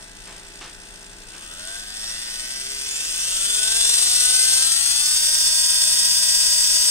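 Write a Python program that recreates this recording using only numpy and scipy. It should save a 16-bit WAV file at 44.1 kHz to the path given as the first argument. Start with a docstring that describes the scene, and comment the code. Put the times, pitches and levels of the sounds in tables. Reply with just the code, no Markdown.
"""Hand-held gearmotor revving up

A small brushless motor drives a plastic gearbox held in one hand above a bench mat, close to a phone.
It idles, speeds up in steps and holds full speed. Shaft orders whine as sines locked to the turning angle;
gears rattle as noise that throbs with each turn. Both shake the housing, whose modes colour them.
Rotor hiss, a faint switching tone and finger rubs join in, with bench reflections and a humming quiet room."""
import sys
import numpy as np
from scipy import signal
from scipy.fft import rfft, irfft, next_fast_len
from scipy.io import wavfile
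from scipy.ndimage import uniform_filter1d

SR = 44100
rng = np.random.default_rng(int(sys.argv[2]) if len(sys.argv) > 2 else 0)


def wrap_up_sound(samples):
    """Save the sound to the file named by the first command line argument, as 16-bit audio."""
    columns = np.atleast_2d(samples).T
    # keep every value between -1 and 1, then stretch to whole-number steps
    tamed = np.clip(columns, -1, 1)
    steps = np.round(tamed * 32767).astype(np.int16)
    wavfile.write(sys.argv[1], SR, steps)


N = 304290

# Shaft speed through idle, three pushes of the throttle and full speed: (time [s], speed [turns/s])
SHAFT_SPEED = [(0, 56.1), (.29, 56.8), (1.21, 57.5), (1.29, 60.4), (1.48, 78.3), (1.71, 96.7),
               (1.98, 108.6), (2.17, 115.6), (2.32, 122.8), (2.46, 127.9), (2.67, 133.8), (2.9, 143.9),
               (3.04, 156.6), (3.44, 197.7), (3.84, 232.8), (4, 240.6), (4.21, 245.3), (4.3, 251.7),
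               (4.4, 256.1), (4.57, 259), (4.71, 266.2), (4.82, 276.1), (5, 289.1), (5.09, 301.6),
               (5.17, 308.1), (5.23, 310.8), (5.38, 315.1), (5.57, 317.3), (6.67, 321.2), (6.9, 321.4)]
FULL_SPEED = 320  # turns/s
# Force on the housing: (time [s], gear rattle level [dB], whine level [dB])
HOUSING_FORCE = [(0, -35, -36.5), (.12, -39, -40.5), (.25, -36.5, -38.5), (1.25, -37.5, -39.5),
                 (1.77, -27.5, -34), (1.85, -30.5, -37.5), (2.09, -26, -31.5), (2.2, -26, -32),
                 (2.75, -25.5, -32), (3.3, -18.5, -29), (3.75, -16.5, -24), (3.85, -14.5, -22),
                 (4.25, -13, -22), (4.55, -12.5, -21.5), (4.62, -15, -21.5), (5.2, -14, -23.5),
                 (5.6, -14.5, -22), (6.9, -14, -21.5)]

# Relative strength of shaft orders 2, 3, 4 .. 50: (level [dB])
ORDER_LEVELS = [-9.5, -5, -12, -8, -9.5, -6.5, -10, -7.5, -8, -7, -4.5, -8, -9, -1, -3.5, -1, -4, -11, -6.5,
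                -6.5, -16.5, -7.5, -5, -20, -9.5, -21, -17, -8.5, -10, -17, -5.5, -13, -11, -6.5, -11, -7,
                -28, -11, -6, -24, -24, -5, -30, -21, -9, -21, -12, -33, -14]
# Single orders ring out or drop back for a while: (order, s = start [s], length [s], db = change [dB])
ORDER_SWELLS = [dict(order=7, s=-0.15, length=2, db=8), dict(order=7, s=1.57, length=0.52, db=7.5),
                dict(order=16, s=1.39, length=.55, db=9), dict(order=48, s=1.49, length=0.73, db=8),
                dict(order=50, s=1.93, length=.22, db=16), dict(order=47, s=2.3, length=.1, db=20),
                dict(order=17, s=-.3, length=1.7, db=-7), dict(order=11, s=5.5, length=2.7, db=-3),
                dict(order=3, s=2.6, length=0.48, db=4), dict(order=48, s=2.86, length=0.16, db=17),
                dict(order=33, s=3.18, length=.1, db=13), dict(order=2, s=3.08, length=1.8, db=6.5),
                dict(order=7, s=3.25, length=0.62, db=7), dict(order=4, s=3.62, length=0.4, db=8),
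                dict(order=7, s=4., length=0.63, db=-7), dict(order=6, s=4.1, length=0.6, db=6.5),
                dict(order=8, s=4.13, length=0.52, db=7.5), dict(order=5, s=4.5, length=0.48, db=5.5),
                dict(order=4, s=4.5, length=0.67, db=7), dict(order=2, s=4.6, length=0.63, db=-8.5),
                dict(order=4, s=5.3, length=3.1, db=-6), dict(order=7, s=5.1, length=2.5, db=-5),
                dict(order=13, s=4.7, length=2.5, db=-25), dict(order=15, s=4.9, length=2.2, db=2.5),
                dict(order=29, s=5., length=1.7, db=2)]
WHINE_BRIGHT_DB = 0.5  # dB per octave of order about order 16, for each octave of speed

# How the rattle swells within one turn: (swells per turn, share of the throb [0-1])
TURN_THROB = [(1, 0.87), (2, 0.36), (3, 0.55), (5, 0.27), (8, 0.39)]
THROB_DB = 4.0  # dB for a share of 1
# Rattle slope at full speed [dB/octave of pitch], and its loss for each octave of speed below that
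BRIGHT_DB, DULLING_DB = 1.36, 1.83

# The gear pair binds in a slow beat: (time [s], rate [beats/s], depth of the beat's fundamental [dB])
GEAR_JUDDER = [(0, 11, .2), (1.3, 10, .4), (3, 22, 0.55), (3.85, 23, 0.86), (4.1, 22, .5), (4.6, 22, 0.56),
               (5.3, 17, 0.5), (6.9, 16.8, 0.48)]
WHINE_EXTRA_JUDDER = 1.2  # added to the judder that whine and rattle share
# Slow even swelling of the rattle below half speed: period [s], time of one crest [s], depth [dB]
HUNT_S, HUNT_CREST_S, HUNT_DB = 0.358, 0.26, 0.74

# Sound radiated by the housing between its modes: (frequency [Hz], level [dB])
HOUSING_RADIATION = [(100, -16), (400, -31.5), (1000, -20), (2100, -14), (4000, -8.5), (6000, -4),
                     (9200, -4), (10300, -18), (12500, -13), (14000, -31), (15000, -19.5), (16000, -28)]
# Modes of the plastic shell: (frequency [Hz], width at half amplitude [Hz], peak level of the mode alone [dB])
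HOUSING_MODES = [(408, 53, -20.5), (632, 182, -19), (895, 88, -23), (1571, 240, -12), (1926, 130, -15.5),
                 (2528, 250, -8.5), (3460, 460, -4), (5125, 1240, -4), (5730, 900, -9.5), (6770, 63, -3),
                 (8364, 1160, 2), (8680, 400, -6.5), (11030, 520, -19)]

# The controller's switching tone: (time [s], peak level [dB])
SWITCHING_LEVEL = [(0, -90), (1.4, -70), (1.7, -59), (2.2, -59), (2.6, -75), (6.9, -90)]
CARRIER_HZ = 17330  # the tone sounds 21 shaft orders below this

# Fingers shift on the housing: (start [s], length [s], level [dB])
FINGER_SCUFFS = [(0.264, 0.23, -45.5), (0.606, 0.12, -37.5), (1.335, 0.09, -45)]
# Colour of skin on plastic: (frequency [Hz], relative level [dB])
SCUFF_COLOUR = [(88, -42), (150, -7), (540, -3), (597, -6), (1100, -1), (1440, -3.5), (3260, -2.5),
                (3540, -4.5), (8000, -13.5), (10400, -46), (17600, -120)]

# Level of left minus right at the two ports; the left rings near 9 kHz: (frequency [Hz], difference [dB])
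PORT_TILT = [(60, -1), (2000, 0.5), (4800, 1.5), (5700, -8), (6500, 1.5), (7600, -5), (8400, 11), (9100, 7),
             (9800, 7.5), (10200, 9.5), (11400, 3.5), (12300, 0), (16000, -2)]
# Phase by which left leads: (frequency [Hz], while speeding up [rad], after the hand turned the housing [rad])
PORT_LEAD = [(20, -0.5, 0.5), (980, 1.6, -1.17), (1994, 1.59, 1.6), (2490, 3.5, 3.5), (2740, 5.5, 5.5),
             (3180, 4.5, 4), (3700, 4, 4.5), (4340, 3.5, 1.5), (4840, 4.5, 2.5), (5070, 3.5, 1.02),
             (5584, 4.5, 3), (6330, 5.5, 8), (7560, 4.5, 2), (7500, 7, 5), (8280, 9, 6.5), (10740, 23, 24),
             (16200, 37, 39)]
# The hand turns the housing a little: (time [s], how far it has turned [0-1])
HAND_TURN = [(0, 0), (4.6, 0), (5.1, 1), (6.9, 1)]

# Colour of the room's rumble: (frequency [Hz], relative level [dB])
ROOM_AIR = [(12, -29), (20, 9.5), (52, -6.5), (78, -7), (129, -39), (193, -12), (351, -7.5), (395, -16.5),
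            (478, -13.5), (828, -18), (1180, -28.5), (1580, -8), (2150, -29), (3470, -14.5), (4840, -19.5),
            (6000, -27), (7800, -53), (13200, -120)]
ROOM_AIR_DB = -48.5  # before the room's left-right offset
# Steady hums, before the same offset: (frequency [Hz], level [dB], rate of wander [steps/s])
ROOM_HUMS = [(36.5, -53.5, 6.6), (193, -62, 3.5)]
EDGE_HZ = 15730  # upper band limit


def motor():
    """Shaft orders and gear rattle shake the housing; rotor air and switching join; one row for each port."""
    speed, = curves(SHAFT_SPEED)
    angle = 2 * np.pi * np.cumsum(speed) / SR
    octaves = np.log2(speed / FULL_SPEED)
    rattle_db, whine_db = curves(HOUSING_FORCE)
    judder_db = gear_judder()
    rattle_gain = gain_of(rattle_db + hunting(octaves))
    whine_gain = gain_of(whine_db + WHINE_EXTRA_JUDDER * judder_db)
    rattle = rattle_gain * gear_rattle(angle, octaves)
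    whine = whine_gain * shaft_whine(angle, *order_strengths(octaves))
    shell = coloured((rattle + whine) * gain_of(judder_db), housing)
    return shell + rotor_air(octaves) + switching_tone(angle)


def gear_rattle(angle, octaves):
    """Tooth contact as noise, throbbing with the shaft angle, uneven from knock to knock and duller when slow."""
    throb = sum(share * np.cos(k * angle + rng.uniform(0, 2 * np.pi)) for k, share in TURN_THROB)
    fast_knocks_db = 1.43 * drift(count=1, per_s=570)[0]
    slow_knocks_db = 0.79 * drift(count=1, per_s=60)[0]
    envelope = gain_of(THROB_DB * throb + fast_knocks_db + slow_knocks_db)
    envelope /= np.sqrt(uniform_filter1d(envelope ** 2, size=4000))  # level evened over about 90 ms
    # each port faces another side of the housing, so part of the rattle differs
    shared, *own = rng.standard_normal((3, N))
    rattle = envelope * evened(shared + 0.8 * np.array(own))
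    return tilted(rattle, BRIGHT_DB + DULLING_DB * octaves)


def shaft_whine(angle, numbers, gains):
    """Multiples of the shaft speed; each wavers in strength and phase as the load on the teeth shifts."""
    waver = drift(count=11, per_s=16)
    start = rng.uniform(0, 2 * np.pi, len(numbers))
    sway = gain_of(0.8 * waver[:6])  # dB rms
    slip = 0.15 * waver[6:]  # rad rms
    whine = np.zeros(N)
    for i, (number, gain) in enumerate(zip(numbers, gains)):
        whine += gain * sway[i % 6] * np.cos(number * angle + start[i] + slip[i % 5])
    return whine


def order_strengths(octaves):
    """Gain of every shaft order in time: its strength, weaker high orders when slow, and its swells."""
    numbers = np.arange(len(ORDER_LEVELS)) + 2
    t = np.arange(0, N, 64) / SR  # coarse steps, joined by straight lines below
    brightness = WHINE_BRIGHT_DB * np.outer(np.log2(numbers / 16), octaves[::64])
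    db = np.array(ORDER_LEVELS)[:, None] + brightness
    for swell in ORDER_SWELLS:
        arch = np.sin(np.pi * np.clip((t - swell["s"]) / swell["length"], 0, 1))
        db[swell["order"] - 2] += swell["db"] * np.sqrt(abs(arch))
    return numbers, [np.interp(np.arange(N) / SR, t, row) for row in gain_of(db)]


def gear_judder():
    """Level change in dB as the gears bind: harmonics make a short swell in every cycle of the beat."""
    beats_per_s, depth_db = curves(GEAR_JUDDER)
    beat = 2 * np.pi * np.cumsum(beats_per_s) / SR + 0.39 * drift(count=1, per_s=2.56)[0]
    return depth_db * (np.cos(beat) + 0.7 * np.cos(2 * beat) + 0.5 * np.cos(3 * beat))


def hunting(octaves):
    """Even level swells in dB that come in below half speed and reach full depth half an octave lower."""
    t = np.arange(N) / SR
    amount = np.clip(-2 * (octaves + 1), 0, 1)
    return HUNT_DB * amount * np.cos(2 * np.pi * (t - HUNT_CREST_S) / HUNT_S)


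def housing(hz):
    """A broad radiation curve with the modes of the plastic shell standing out of it, summed as power."""
    modes = sum(gain_of(2 * db) / (1 + (2 * (hz - f) / width) ** 2) ** 2 for f, width, db in HOUSING_MODES)
    return np.sqrt(gain_of(2 * read(HOUSING_RADIATION, hz)) + modes)


def rotor_air(octaves):
    """Air stirred by the rotor: an even hiss in the top treble, growing with speed."""
    hiss = coloured(rng.standard_normal((2, N)), lambda hz: 1 / (1 + (11000 / (hz + 1)) ** 6))
    return hiss * gain_of(-27 + 13.3 * octaves)


def switching_tone(angle):
    """The controller's switching tone, which sinks in pitch as the shaft speeds up."""
    t = np.arange(N) / SR
    level_db, = curves(SWITCHING_LEVEL)
    return gain_of(level_db) * np.cos(2 * np.pi * CARRIER_HZ * t - 21 * angle)


def fingers():
    """Short soft rubs of skin on plastic: coloured noise with a quick onset and a slower fade."""
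    t = np.arange(N) / SR
    shape = np.zeros(N)
    for start, length, db in FINGER_SCUFFS:
        onset = np.clip((t - start) / 0.0078, 0, 1)
        fade = np.clip((start + length - t) / length, 0, 1) ** 0.77
        shape += gain_of(db) * onset * fade
    skin = coloured(rng.standard_normal(N), lambda hz: gain_of(read(SCUFF_COLOUR, hz)))
    return shape * evened(skin)


def ports(hz):
    """Gain of the left and the right port, which share out their level difference."""
    return gain_of(np.outer([0.6, -0.4], read(PORT_TILT, hz)))


def room(x, t60=0.09):
    """Sparse taps of random sign, other ones at each port, dying away: the bench and things on it."""
    length, slot = SR // 4, 20
    taps = np.zeros((2, length))
    slots = np.arange(60, length - slot, slot)
    at = slots + rng.integers(0, slot, (2, len(slots)))  # one tap somewhere in each slot
    np.put_along_axis(taps, at, rng.choice([-1., 1.], at.shape), 1)
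    taps *= gain_of(-60 * np.arange(length) / SR / t60)
    return signal.oaconvolve(x, taps / np.linalg.norm(taps[0]), axes=1)[:, :N]


def room_tone():
    """Low rumble as coloured noise, partly shared by both ports, with narrow hums as wandering sines."""
    shared, left, right = rng.standard_normal((3, N))
    noise = np.array([shared + 0.5 * left, 0.47 * shared + 0.5 * right])
    air = evened(coloured(noise, lambda hz: gain_of(read(ROOM_AIR, hz))))
    t = np.arange(N) / SR
    hum = np.zeros(N)
    for f, db, wander in ROOM_HUMS:
        level = np.sqrt(2) * gain_of(db + 1.2 * drift(count=1, per_s=wander)[0])
        hum += level * np.sin(2 * np.pi * f * t + 0.78 * drift(count=1, per_s=wander)[0])
    return (gain_of(ROOM_AIR_DB) * air + hum) * gain_of([[1.1], [-1.1]])  # left a little louder


def gain_of(db):
    """Amplitude factor of a level in dB."""
    return 10 ** (np.asarray(db) / 20)


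def evened(x):
    """Scales each row to rms 1."""
    return x / np.sqrt(np.mean(x ** 2, axis=-1, keepdims=True) + 1e-20)


def curves(rows):
    """Columns of a table as functions of time, one value a sample."""
    s, *columns = np.transpose(rows)
    return [np.interp(np.arange(N) / SR, s, c) for c in columns]


def read(points, hz):
    """Reads a table at given frequencies, straight between points on a log frequency scale."""
    f, value = np.transpose(points)
    return np.interp(np.log(hz + 1), np.log(f + 1), value)


def coloured(x, response):
    """Filters by a response given as a function of frequency."""
    size = next_fast_len(N + 4096)
    return irfft(rfft(x, size) * response(np.fft.rfftfreq(size, 1 / SR)), size)[..., :N]


def drift(count, per_s):
    """Random curves of rms about 1, straight between per_s random values a second."""
    steps = int(N / SR * per_s) + 2
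    at = np.arange(N) * (per_s / SR)
    values = rng.standard_normal((count, steps))
    return 1.22 * np.array([np.interp(at, np.arange(steps), row) for row in values])


def tilted(x, db_per_octave):
    """Turns the spectrum about 6 kHz by a slope that changes in time."""
    hz, frames, z = signal.stft(x, SR, nperseg=256)
    octaves = np.log2(np.clip(hz, 300, None) / 6000)[:, None]
    slope = np.interp(frames, np.arange(N) / SR, db_per_octave)
    return signal.istft(z * gain_of(octaves * slope), SR, nperseg=256)[1][..., :N]


def scene():
    """Motor and rubs reach both ports directly and by way of the bench, over the room tone."""
    near, rubs = motor(), fingers()
    # the right port's phase is shifted by the lead; it changes as the hand turns the housing
    f, *leads = np.transpose(PORT_LEAD)
    before, after = (coloured(near[1], lambda hz: np.exp(-1j * np.interp(hz, f, lead))) for lead in leads)
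    turn, = curves(HAND_TURN)
    direct = np.array([near[0], (1 - turn) * before + turn * after])
    heard = direct + rubs + gain_of(-11) * room(near + rubs)
    return coloured(heard, ports) + room_tone()


def record(dry):
    """The highest peaks round off softly; then the band limit."""
    rounded = 1.3 * np.tanh(dry / 1.3)
    low_pass = signal.firwin(1023, EDGE_HZ, window=("kaiser", 8), fs=SR)
    return signal.oaconvolve(rounded, low_pass[None], "same")


dry = scene()
out = record(dry)
wrap_up_sound(out)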